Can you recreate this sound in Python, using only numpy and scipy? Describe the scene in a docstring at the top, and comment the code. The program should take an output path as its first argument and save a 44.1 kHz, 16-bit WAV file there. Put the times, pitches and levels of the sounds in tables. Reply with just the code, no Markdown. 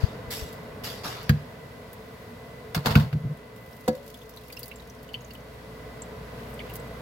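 """Over the hum of a kitchen, thick puree slides in wet rushes from a plastic blender jar into a metal
sifter on a glass bowl in the sink, with a few soft low bumps. The jar is put down and the counter booms.
Puree starts to ooze through the mesh, and the jar scrapes, knocks and rocks to rest.
The bowl bumps the steel sink once and both ring. Last, the sifter is lifted: air pockets pop and
sticky films snap in its mesh."""
import sys
import numpy as np
from scipy import signal
from scipy.fft import rfft, irfft
from scipy.io import wavfile
from scipy.ndimage import uniform_filter1d

SR = 44100
rng = np.random.default_rng(int(sys.argv[2]) if len(sys.argv) > 2 else 0)


def master(y):
    """Save y as 16-bit WAV."""
    cut = np.clip(np.atleast_2d(y).T, -1, 1)
    pcm = np.round(cut * 32767)  # scale
    wavfile.write(sys.argv[1], SR, pcm.astype(np.int16))


N = 309449


def amp(db):
    """Turns decibels into a gain; amp(-60 * t / t60) fades by 60 dB in t60 seconds."""
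    return 10 ** (np.asarray(db) / 20)


def evened(x):
    """Scales a signal to an average strength (rms) of 1."""
    return x / np.sqrt(np.mean(x ** 2) + 1e-20)


def read(points, hz):
    """Reads between the points of a curve, on a log-frequency axis."""
    f, value = np.transpose(points)
    return np.interp(np.log(hz + 1), np.log(f + 1), value)


def add(mix, s, sound):
    """Adds a sound to the stereo mix at s seconds."""
    part = mix[:, max(round(s * SR), 0):][:, :sound.shape[-1]]
    part += sound[..., :part.shape[1]]


def seconds(length):
    """The time of each sample."""
    return np.arange(int(length * SR)) / SR


def boost(peaks, hz):
    """The lift in dB that narrow resonances give each frequency."""
    return sum(db / (1 + (2 * (hz - f) / width) ** 2) for f, width, db in peaks)


def grainy(size, rough):
    """A level that flutters very fast, as tiny slips and bursts come and go."""
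    return evened(np.exp(rough * evened(uniform_filter1d(rng.standard_normal(size), 70))))


# how alike left and right are: f/Hz, likeness (1 = the same)
LIKENESS = [(60, 0.96), (200, 0.99), (380, 0.81), (700, 0.57), (1300, 0.11), (4400, 0.038), (8000, 0.41),
            (15000, 0.74)]
def noise(colour, size, tilt_db=0):
    """Stereo noise; colour sets each frequency's relative level, tilt_db adds treble per octave."""
    hz = np.fft.rfftfreq(size, 1 / SR)
    a, b = rfft(rng.standard_normal((2, size)))
    same = np.clip(read(LIKENESS, hz), -1, 1)
    mid, side = a * np.sqrt(1 + same), b * np.sqrt(1 - same)
    gain = amp(read(colour, hz) + tilt_db * np.log2(hz / 1000 + 1))
    return evened(irfft(np.array([mid + side, mid - side]) * gain, size))


def ring(modes, t, spread_hz, alternate=False):
    """A struck object's own fading tones (modes); high ones reach the two sides out of step."""
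    hz, db, t60 = np.transpose(modes)[:, :, None]
    shift = np.minimum(hz / spread_hz, .9) * rng.choice([-1, 1], hz.shape)
    sign = (-1) ** np.arange(len(hz))[:, None] if alternate else 1  # a shell's tones start opposed
    fade = sign * amp(db - 60 * t / t60)
    sides = [fade * np.sin(2 * np.pi * hz * t + side * shift) for side in (1, -1)]
    return np.sum(sides, 1) / amp(db).sum()


# colour of the kitchen air: f/Hz, level/dB
AIR_COLOUR = [(20, -25), (55, -5.5), (130, 0.5), (280, -6.5), (355, -13.5), (480, -5.5), (700, -8.5),
              (1300, -15.5), (2100, -18), (2900, -21.5), (4500, -23.5), (6200, -30.5), (9000, -34),
              (13000, -31.5), (15000, -36), (16500, -31)]
# its resonances: f/Hz, width/Hz, boost/dB
AIR_PEAKS = [(121, 9.7, 4.5), (238.7, 15, 6.5), (433, 34, 11.5), (495, 36, 4.5), (672, 62, 3.5),
             (814, 125, -5), (1018, 160, 4.5), (1503, 110, 4), (1970, 85, 7)]
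# how the fan-like hum, the hiss and the mains hum drift: t/s, level/dB
HUM_LEVEL = [(0, -44.5), (1.1, -45.5), (1.6, -48.5), (2.7, -48.5), (4.2, -52), (5.3, -50), (6.4, -44.5)]
HISS_LEVEL = [(0, -56.5), (1.5, -57.5), (2.7, -57.3), (3.4, -60), (4.4, -59.7), (5.3, -58.7), (5.7, -56.3),
              (6.2, -56), (6.9, -54.7)]
MAINS_LEVEL = [(0, -53), (1.5, -64), (3.8, -63), (4.5, -56), (6.8, -48)]
def kitchen_air(hum_gain_db=5, split_hz=2500, mains_hz=60, whine_hz=2007, whine_db=-62):
    """A fan-like hum, a soft hiss, the low note of mains power and a thin wavering whine."""
    t, hz = np.arange(N) / SR, np.fft.rfftfreq(N, 1 / SR)
    spectrum = rfft(noise(AIR_COLOUR, N)) * amp(boost(AIR_PEAKS, hz))
    low = 1 / (1 + (hz / split_hz) ** 4)
    hum = evened(irfft(spectrum * low, N)) * amp(np.interp(t, *np.transpose(HUM_LEVEL)) + hum_gain_db)
    hiss = evened(irfft(spectrum * (1 - low), N)) * amp(np.interp(t, *np.transpose(HISS_LEVEL)))
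    mains = evened(np.sin(2 * np.pi * mains_hz * t)) * amp(np.interp(t, *np.transpose(MAINS_LEVEL)))
    waver = evened(np.interp(t, np.linspace(0, t[-1], 40), rng.standard_normal(40)))
    whine = np.sin(2 * np.pi * np.cumsum(whine_hz + 1.215 * waver) / SR) * amp(2.6 * waver[::-1])
    return hum + hiss + mains + amp(whine_db) * evened(whine)


# colour of sliding puree: f/Hz, level/dB
RUSH_COLOUR = [(200, -4), (700, 2.5), (1300, 2), (2200, 0), (5000, 1), (6400, -4), (7800, -7), (8700, -13),
               (10500, -8), (12300, -4), (15000, -9), (16500, -14)]
# resonances of the jar under it: f/Hz, width/Hz, boost/dB
RUSH_PEAKS = [(2780, 180, 3), (3550, 240, 4), (4680, 260, 4), (5450, 220, 4), (10600, 300, 4)]
# slides: t/s, level/dB, swell/s, t60/s, tilt/(dB per octave), main resonance/Hz, its boost/dB
RUSHES = [(0, -43, .004, .8, -4, 4500, 3), (0.304, -32, .003, .66, 2.4, 7650, 9),
          (0.835, -33.5, .005, 0.67, .2, 4650, 5), (1.034, -33, .009, .92, -1.8, 1230, 3)]
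def puree_rushes(rough=.2, patchy_db=2.6, dulling_db_per_s=30):
    """Each slide of puree is a quick swell of grainy hiss that shimmers as it dulls and dies."""
    out, t = np.zeros((2, N)), seconds(1)
    for s, db, swell, t60, tilt_db, peak_hz, peak_db in RUSHES:
        hz, age, spectra = signal.stft(noise(RUSH_COLOUR, len(t), tilt_db), SR, nperseg=512)
        patches = uniform_filter1d(rng.standard_normal(spectra.shape[1:]), size=4, axis=0)
        patches = evened(uniform_filter1d(patches, size=7, axis=1))  # resonances that come and go
        peaks_db = boost(RUSH_PEAKS + [(peak_hz, 380, peak_db)], hz)[:, None]
        dulling_db = dulling_db_per_s * np.outer(hz / 10000, age)  # the rate holds at 10 kHz
        spectra *= amp(peaks_db - dulling_db + patchy_db * patches)
        hiss = signal.istft(spectra, SR, nperseg=512)[1][:, :len(t)]
        envelope = amp(db - 60 * t / t60) * (1 - np.exp(-t / swell))
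        add(out, s, hiss * grainy(len(t), rough) * envelope)
    return out


# low bumps: t/s, level/dB, f/Hz, half length/s, right side against left/dB
BUMPS = [(0.042, -5.5, 102, 0.02, -27), (0.286, -35, 62, .05, -7), (0.431, -27, 62, 0.042, -8)]
def soft_bumps():
    """Each bump is a few slow swings of air pressure, mostly on the left."""
    out = np.zeros((2, N))
    for s, db, hz, half, right_db in BUMPS:
        t = seconds(2 * half) - half
        push = -np.sin(2 * np.pi * hz * t) * np.exp(-(3.3 * t / half) ** 2)
        add(out, s - half, amp([[db], [db + right_db]]) * push)
    return out


def snap(tilt_db=0, count=3, tear_s=.014, after_db=-11, swell_s=.0003, t60=.022):
    """A film of puree tears with a bright tick and a few smaller ones."""
    t = seconds(.064)
    colour = [(1000, -30), (2700, -11), (5000, -8), (9000, -9), (12500, 0), (16000, -4)]
    hiss = noise(colour, len(t), tilt_db)
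    starts = np.append(0, rng.uniform(0, tear_s, count))[:, None]
    age = np.maximum(t - starts, 0)
    sizes = amp([0] + [after_db] * count)[:, None]
    envelopes = sizes * amp(-60 * age / t60) * (1 - np.exp(-age / swell_s))
    return hiss * np.linalg.norm(envelopes, axis=0)


# tearing films: t/s, level/dB, tilt/(dB per octave)
SNAPS = [(0.5277, -37, -1), (1.2301, -40, -2), (1.931, -36, 1), (3.562, -44, -3), (3.808, -43, 0),
         (3.9509, -40, -6), (4.0632, -42, -4), (4.0786, -39, -3), (4.1011, -40, -5), (4.142, -42, -7),
         (4.2931, -39, -1), (4.3624, -40, 0), (4.4812, -42, -4), (4.5245, -35, -2), (4.5654, -42, 0),
         (4.5925, -29, 3), (4.6304, -31, 0), (4.6573, -35, -2), (4.6803, -33, 2), (5.03, -41, 1),
         (5.335, -39, 2), (6.6967, -38, 1), (6.7371, -30, 7), (6.7555, -27, 0)]
def film_snaps(gain_db=-2.5):
    """Sticky films snap with no air pocket behind them, so they have no note."""
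    out = np.zeros((2, N))
    for s, db, tilt_db in SNAPS:
        add(out, s, amp(db + gain_db) * snap(tilt_db))
    return out


# the counter's tones: f/Hz, relative level/dB, t60/s
COUNTER_MODES = [(147, 0.5, 0.24), (82, -8, 0.21), (108.6, -5.5, 0.24), (164.6, -9.5, 0.25), (212, 0, .16),
                 (240.4, -10, 0.21)]
def counter_thud(t, contact_s, off_centre, lowest_hz=72):
    """The counter booms; a blow at its centre wakes mainly one tone, and a long contact dulls it."""
    modes = np.array(COUNTER_MODES, float)
    modes[1:, 1] += 20 * np.log10(max(off_centre, .01))
    force = np.sin(np.pi * (seconds(contact_s) + 1 / SR) / contact_s) ** 2
    boom = signal.fftconvolve(ring(modes, t, spread_hz=2300), force[None] / force.sum(), axes=1)
    bass_cut = signal.butter(3, lowest_hz, "high", fs=SR, output="sos")  # the slab gives no deep bass
    return signal.sosfilt(bass_cut, boom)


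# the jar's tones: f/Hz, relative level on its edge/dB, relative level landing flat/dB, t60/s
JAR_MODES = [(340, -10, -8.5, .13), (480, -14, -8, .11), (690, -14, -7, .06), (851, -18, -8, .05),
             (980, -17, -8, .03), (1206, -14, -8, .04), (1420, -7, -8, .035), (1530, -6, 0, .04),
             (1650, 0, -12, .042), (1870, -4, -10, .04), (2270, -9, 0, .03), (2580, -5, 1, .028),
             (2900, -12, -2, .024), (3300, -7, -17, .03), (4000, -10, -14, .035), (4780, -10, -13, .045),
             (6500, -14, -20, .03), (10800, -12, -13, .016), (12600, -11, -11, .016), (14200, -9, -7, .014),
             (15400, -10, -12, .016)]
def jar_clack(t, flat, swell_s=.0004):
    """The jar rings hollow when struck on its edge, harder when it lands flat."""
    modes = [(hz, edge_db + flat * (flat_db - edge_db), t60) for hz, edge_db, flat_db, t60 in JAR_MODES]
    tones = ring(modes, t, spread_hz=3000, alternate=True)
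    return tones * grainy(len(t), rough=.45) * (1 - np.exp(-t / swell_s))


# colour of plastic grating on the counter: f/Hz, level/dB
GRIT_COLOUR = [(40, -8), (120, -1.5), (450, -1), (850, 4), (1500, 0), (2200, -5.5), (3200, -6),
               (4500, -4.5), (6000, -15.5), (9500, -23), (13500, -17), (16000, -20)]
def grit(t, tilt_db, swell_s=.0007, t60=.04, rough=.36):
    """Two hard surfaces rasp briefly as they meet."""
    envelope = amp(-60 * t / t60) * (1 - np.exp(-t / swell_s))
    return noise(GRIT_COLOUR, len(t), tilt_db) * grainy(len(t), rough) * envelope


# landings: t/s, thud level/dB, thud delay/s, contact/s, off-centre (0-1), clack level/dB,
# flatness (0-1), grit level/dB, grit swell/s, grit tilt/(dB per octave)
KNOCKS = [ (1.2933, -.5, .0015, .005, .9, -4, 0., -24, .0007, 2),
          (2.7460, -36, .004, .005, .5, -24, .5, -17.5, .002, 3.5),
          (2.7600, -18, .003, .0058, .48, -31, .8, -33, .001, 1),
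          (2.8580, -22, .002, .0021, .9, -15.5, .6, -14, .0015, 1.5),
          (2.8670, -15, .001, .0027, 1., -24, .6, -18, .002, -1),
          (2.9020, -11, .003, .0056, 1., -30, .5, -28, .002, 0),
          (2.9535, 1.3, .0055, .0036, .9, -1, 1., -19, .0007, -2),
          (3.1275, -24, .004, .0035, .7, -24, .6, -37, .0007, 0)]
def jar_knocks(gain_db=3):
    """Each time the jar lands, it clacks, rasps and sets the counter booming."""
    out, t = np.zeros((2, N)), seconds(.54)
    for s, thud_db, delay, contact_s, off_centre, clack_db, flat, grit_db, swell_s, tilt_db in KNOCKS:
        add(out, s + delay, amp(thud_db + gain_db) * counter_thud(t, contact_s, off_centre))
        add(out, s, amp(clack_db + gain_db) * jar_clack(t, flat))
        add(out, s, amp(grit_db) * grit(t, tilt_db, swell_s))
    return out


# colour of wet fizz: f/Hz, level/dB
SEEP_COLOUR = [(500, -45), (1800, -22), (2700, -9), (4500, -8), (7000, -10), (9500, -7), (12000, -1),
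               (14000, 0), (16000, -4)]
# moments of fastest flow: t/s, half width/s, level/dB, tilt/(dB per octave)
SEEPS = [(2.2, .2, -66, 1), (3.6, .05, -62, 0), (3.73, .08, -59, 0), (4.07, .05, -64, -5),
         (4.62, .08, -60, -1), (6.4, .1, -58, -11), (6.52, .07, -59, -1), (6.69, .06, -54, -17)]
def puree_seeps(rough=.5):
    """Puree oozes through the mesh in soft swells of fine fizz."""
    out = np.zeros((2, N))
    for s, half, db, tilt_db in SEEPS:
        t = seconds(4 * half) - 2 * half
        fizz = noise(SEEP_COLOUR, len(t), tilt_db) * grainy(len(t), rough)
        add(out, s - 2 * half, amp(db) * fizz * np.exp(-(t / half) ** 2))
    return out


# colour of the counter shaking under a skid: f/Hz, level/dB
JUDDER_COLOUR = [(40, -22), (90, -5), (300, -1), (400, -10), (490, -1), (590, -10), (720, -1), (950, 0),
                 (3000, -45)]
# fastest moment of each skid: t/s, level/dB
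SKIDS = [(2.755, -35), (2.870, -28), (2.912, -29.5), (2.965, -31.5), (3.0, -33.5)]
def jar_skids(rise_db_per_s=600, fall_db_per_s=260, rough=.42, touch_s=.008, judder_db=-1):
    """The jar grates on the counter in short skids that start quickly and brake slowly."""
    t = np.arange(N) / SR
    levels_db = [db - np.maximum((s - t) * rise_db_per_s, (t - s) * fall_db_per_s) for s, db in SKIDS]
    touching = np.clip(1 + (t - SKIDS[0][0]) / touch_s, 0, 1)
    scrape = noise(GRIT_COLOUR, N) + amp(judder_db) * noise(JUDDER_COLOUR, N)
    return touching * amp(np.max(levels_db, axis=0)) * scrape * grainy(N, rough)


# colour of the counter's rumble: f/Hz, level/dB
ROLL_COLOUR = [(40, -36), (90, -19), (120, -7), (143, 0), (170, -6), (220, -18), (600, -52), (2000, -85)]
# rolls: t/s, level/dB, length/s
ROLLS = [(2.757, -28, .05), (3.030, -32, .06), (3.126, -24.5, .068), (3.198, -37, .04), (3.236, -29, .06),
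         (3.293, -31, .052)]
def jar_rolls(skew=.75):
    """The jar rocks to rest; each roll on its rim is a rounded swell of low rumble."""
    out = np.zeros((2, N))
    for s, db, length in ROLLS:
        t = seconds(length)
        wave = signal.hilbert(noise(ROLL_COLOUR, SR))[:, :len(t)]  # abs(wave) is its strength
        rumble = wave.real / (abs(wave) + .5)  # evens out the rumble so each roll is one smooth swell
        add(out, s, amp(db) * evened(rumble * np.sin(np.pi * (t / length) ** skew)))
    return out


# tones of the glass bowl and the steel sink: f/Hz, relative level/dB, t60/s
BOWL_MODES = [(463, -14, .1), (507, -1.5, .2), (522, -20, .35), (561, -19, .7), (640, -14, 0.12),
              (740, -2, 0.07), (950, -4, 0.05), (1350, -17, .06), (1685, -16, 0.11), (2540, -19, .05),
              (4060, -35, .6), (4597, -25, 0.12), (6000, -18, .04), (6900, -19, .04), (8258, -17, 0.033),
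              (10500, -16, .03)]
SINK_MODES = [(80, -14, .12), (155, -13, .22), (225, 1, .12), (305, -5, .14), (370, -13, .12)]
def bowl_knock(s=3.8785, glass_db=-5.5, grit_db=-26, steel_db=-9, steel_delay_s=.005):
    """The bowl bumps the sink: the glass rings first, then the steel answers."""
    out, t = np.zeros((2, N)), seconds(.54)
    glass = ring(BOWL_MODES, t, spread_hz=3200) * (1 - np.exp(-t / .00098))
    add(out, s, amp(glass_db) * glass + amp(grit_db) * grit(t, tilt_db=3))
    steel = ring(SINK_MODES, t, spread_hz=3200, alternate=True) * (1 - np.exp(-t / .002))
    add(out, s + steel_delay_s, amp(steel_db) * steel)
    return out


def bubble(hz, glide=1.6, overtone_ratio=1.48, tone_db=-5.5, wet_db=-8, rough=.3, swell_s=.0005):
    """An air pocket opens and rings with a short rising plip, smeared by the thick pulp."""
    t = seconds(.064)
    phase = 2 * np.pi * hz * (t + glide * t ** 2)
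    overtone_gain = amp(-13) / (1 + (hz * overtone_ratio / 8000) ** 8)  # pulp soaks it up above 8 kHz
    sides = rng.uniform(-.68, .74, (2, 1))
    tone = np.sin(phase + sides) + overtone_gain * np.sin(overtone_ratio * phase - sides)
    smear = noise([(hz * .5, -55), (hz * .8, -13), (hz, 0), (hz * 1.2, -17), (hz * 1.6, -48)], len(t))
    t60 = .04 * (3000 / hz) ** .6  # small, high pockets die sooner
    envelope = amp(-60 * t / t60) * (1 - np.exp(-t / swell_s))
    return (amp(tone_db) * tone + amp(wet_db) * smear) * grainy(len(t), rough) * envelope


# the clearest bubbles: t/s, level/dB, starting f/Hz, snap against that level/dB
BUBBLES = [(4.142, -42, 3400, -8), (4.2153, -44, 3420, -15), (4.3715, -35, 3950, -11),
           (4.5002, -37, 2410, -12), (4.5271, -34, 4640, -5), (4.5685, -33, 2730, -15),
           (4.569, -38, 5200, -14), (4.6314, -30.5, 4640, -12), (4.7142, -32, 2630, -18),
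           (4.7586, -43, 7420, -5), (4.798, -44, 3860, -15), (4.8973, -39, 5780, -12),
           (5.0898, -41, 2960, -20), (5.1345, -43, 4600, -5), (5.1412, -25.5, 2950, -22),
           (5.2074, -47, 6580, -20), (5.2465, -41, 6500, -15), (5.3063, -43, 2750, -5),
           (5.308, -43, 4480, -15), (5.3497, -38.5, 2900, -10), (6.0195, -30.5, 7450, -35),
           (6.5394, -43, 8460, -10), (6.5914, -33.5, 2960, -30), (6.6024, -30, 2260, -30),
           (6.6987, -39, 2800, -20), (6.7974, -42, 7930, -15)]
def bubble_pops(ring_gain_db=2.5):
    """Bubbles burst in the mesh: the film snaps and the air behind it rings."""
    out = np.zeros((2, N))
    for s, db, hz, film_db in BUBBLES:
        add(out, s, amp(db + ring_gain_db) * bubble(hz))
        add(out, s, amp(db + film_db) * snap())
    return out


# moments when the sifter moves most: t/s, half width/s, extra rate/(ticks per s)
LIFTS = [(4.5, .6, 150), (6.65, .2, 70)]
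def mesh_crackle(resting_per_s=2, ring_db=-60, ring_range_db=10, snap_db=-62, snap_range_db=12):
    """Puree parts from the mesh in faint random ticks, many more while the sifter is lifted."""
    out, t = np.zeros((2, N)), np.arange(N) / SR
    rate = resting_per_s + sum(ticks * np.exp(-((t - s) / half) ** 2) for s, half, ticks in LIFTS)
    times = t[rng.random(N) < rate / SR]
    for s, (pitch, strength, tear) in zip(times, rng.random((len(times), 3))):
        add(out, s, amp(ring_db + ring_range_db * strength ** 2) * bubble(hz=2400 * 3 ** pitch))
        add(out, s, amp(snap_db + snap_range_db * tear ** 2) * snap(tilt_db=-4))
    return out


# how long the room rings: f/Hz, t60/s
ROOM_DECAY = [(100, 0.51), (500, 0.4), (2000, .42), (8000, 0.25), (16000, .3)]
def with_echoes(x, near_db=-7, near_t60=.046, far_db=-17):
    """Adds quick echoes from the sink and counter, then the short tail of a hard room."""
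    t = seconds(.6)
    late = rng.standard_normal((2, len(t))) * (t > .006)
    hz, age, spectra = signal.stft(late, SR, nperseg=256)
    spectra *= amp(-60 * age / read(ROOM_DECAY, hz)[:, None])
    tail = signal.istft(spectra, SR, nperseg=256)[1][:, :len(t)]
    near = rng.standard_normal(tail.shape) * (rng.random(tail.shape) < .04)
    near *= (t > .001) * amp(-60 * t / near_t60)
    echo = amp(near_db) * near / np.linalg.norm(near[0]) + amp(far_db) * tail / np.linalg.norm(tail[0])
    bass_cut = signal.butter(2, 450, "high", fs=SR, output="sos")  # bass arrives directly
    return x + signal.fftconvolve(x, signal.sosfilt(bass_cut, echo), axes=1)[:, :N]


def scene():
    """Mixes all the sounds; only the sharp ones get echoes."""
    soft = kitchen_air() + puree_rushes() + soft_bumps() + jar_rolls() + puree_seeps()
    sharp = jar_knocks() + bowl_knock() + jar_skids() + bubble_pops() + film_snaps() + mesh_crackle()
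    return soft + with_echoes(sharp)


def record(dry, top_hz=16100):
    """Clips peaks at full scale, then cuts the very highest treble."""
    treble_cut = signal.firwin(301, top_hz, window=("kaiser", 9), fs=SR)
    return signal.oaconvolve(np.clip(dry, -1, 1), treble_cut[None], "same")


dry = scene()
out = record(dry)
master(out)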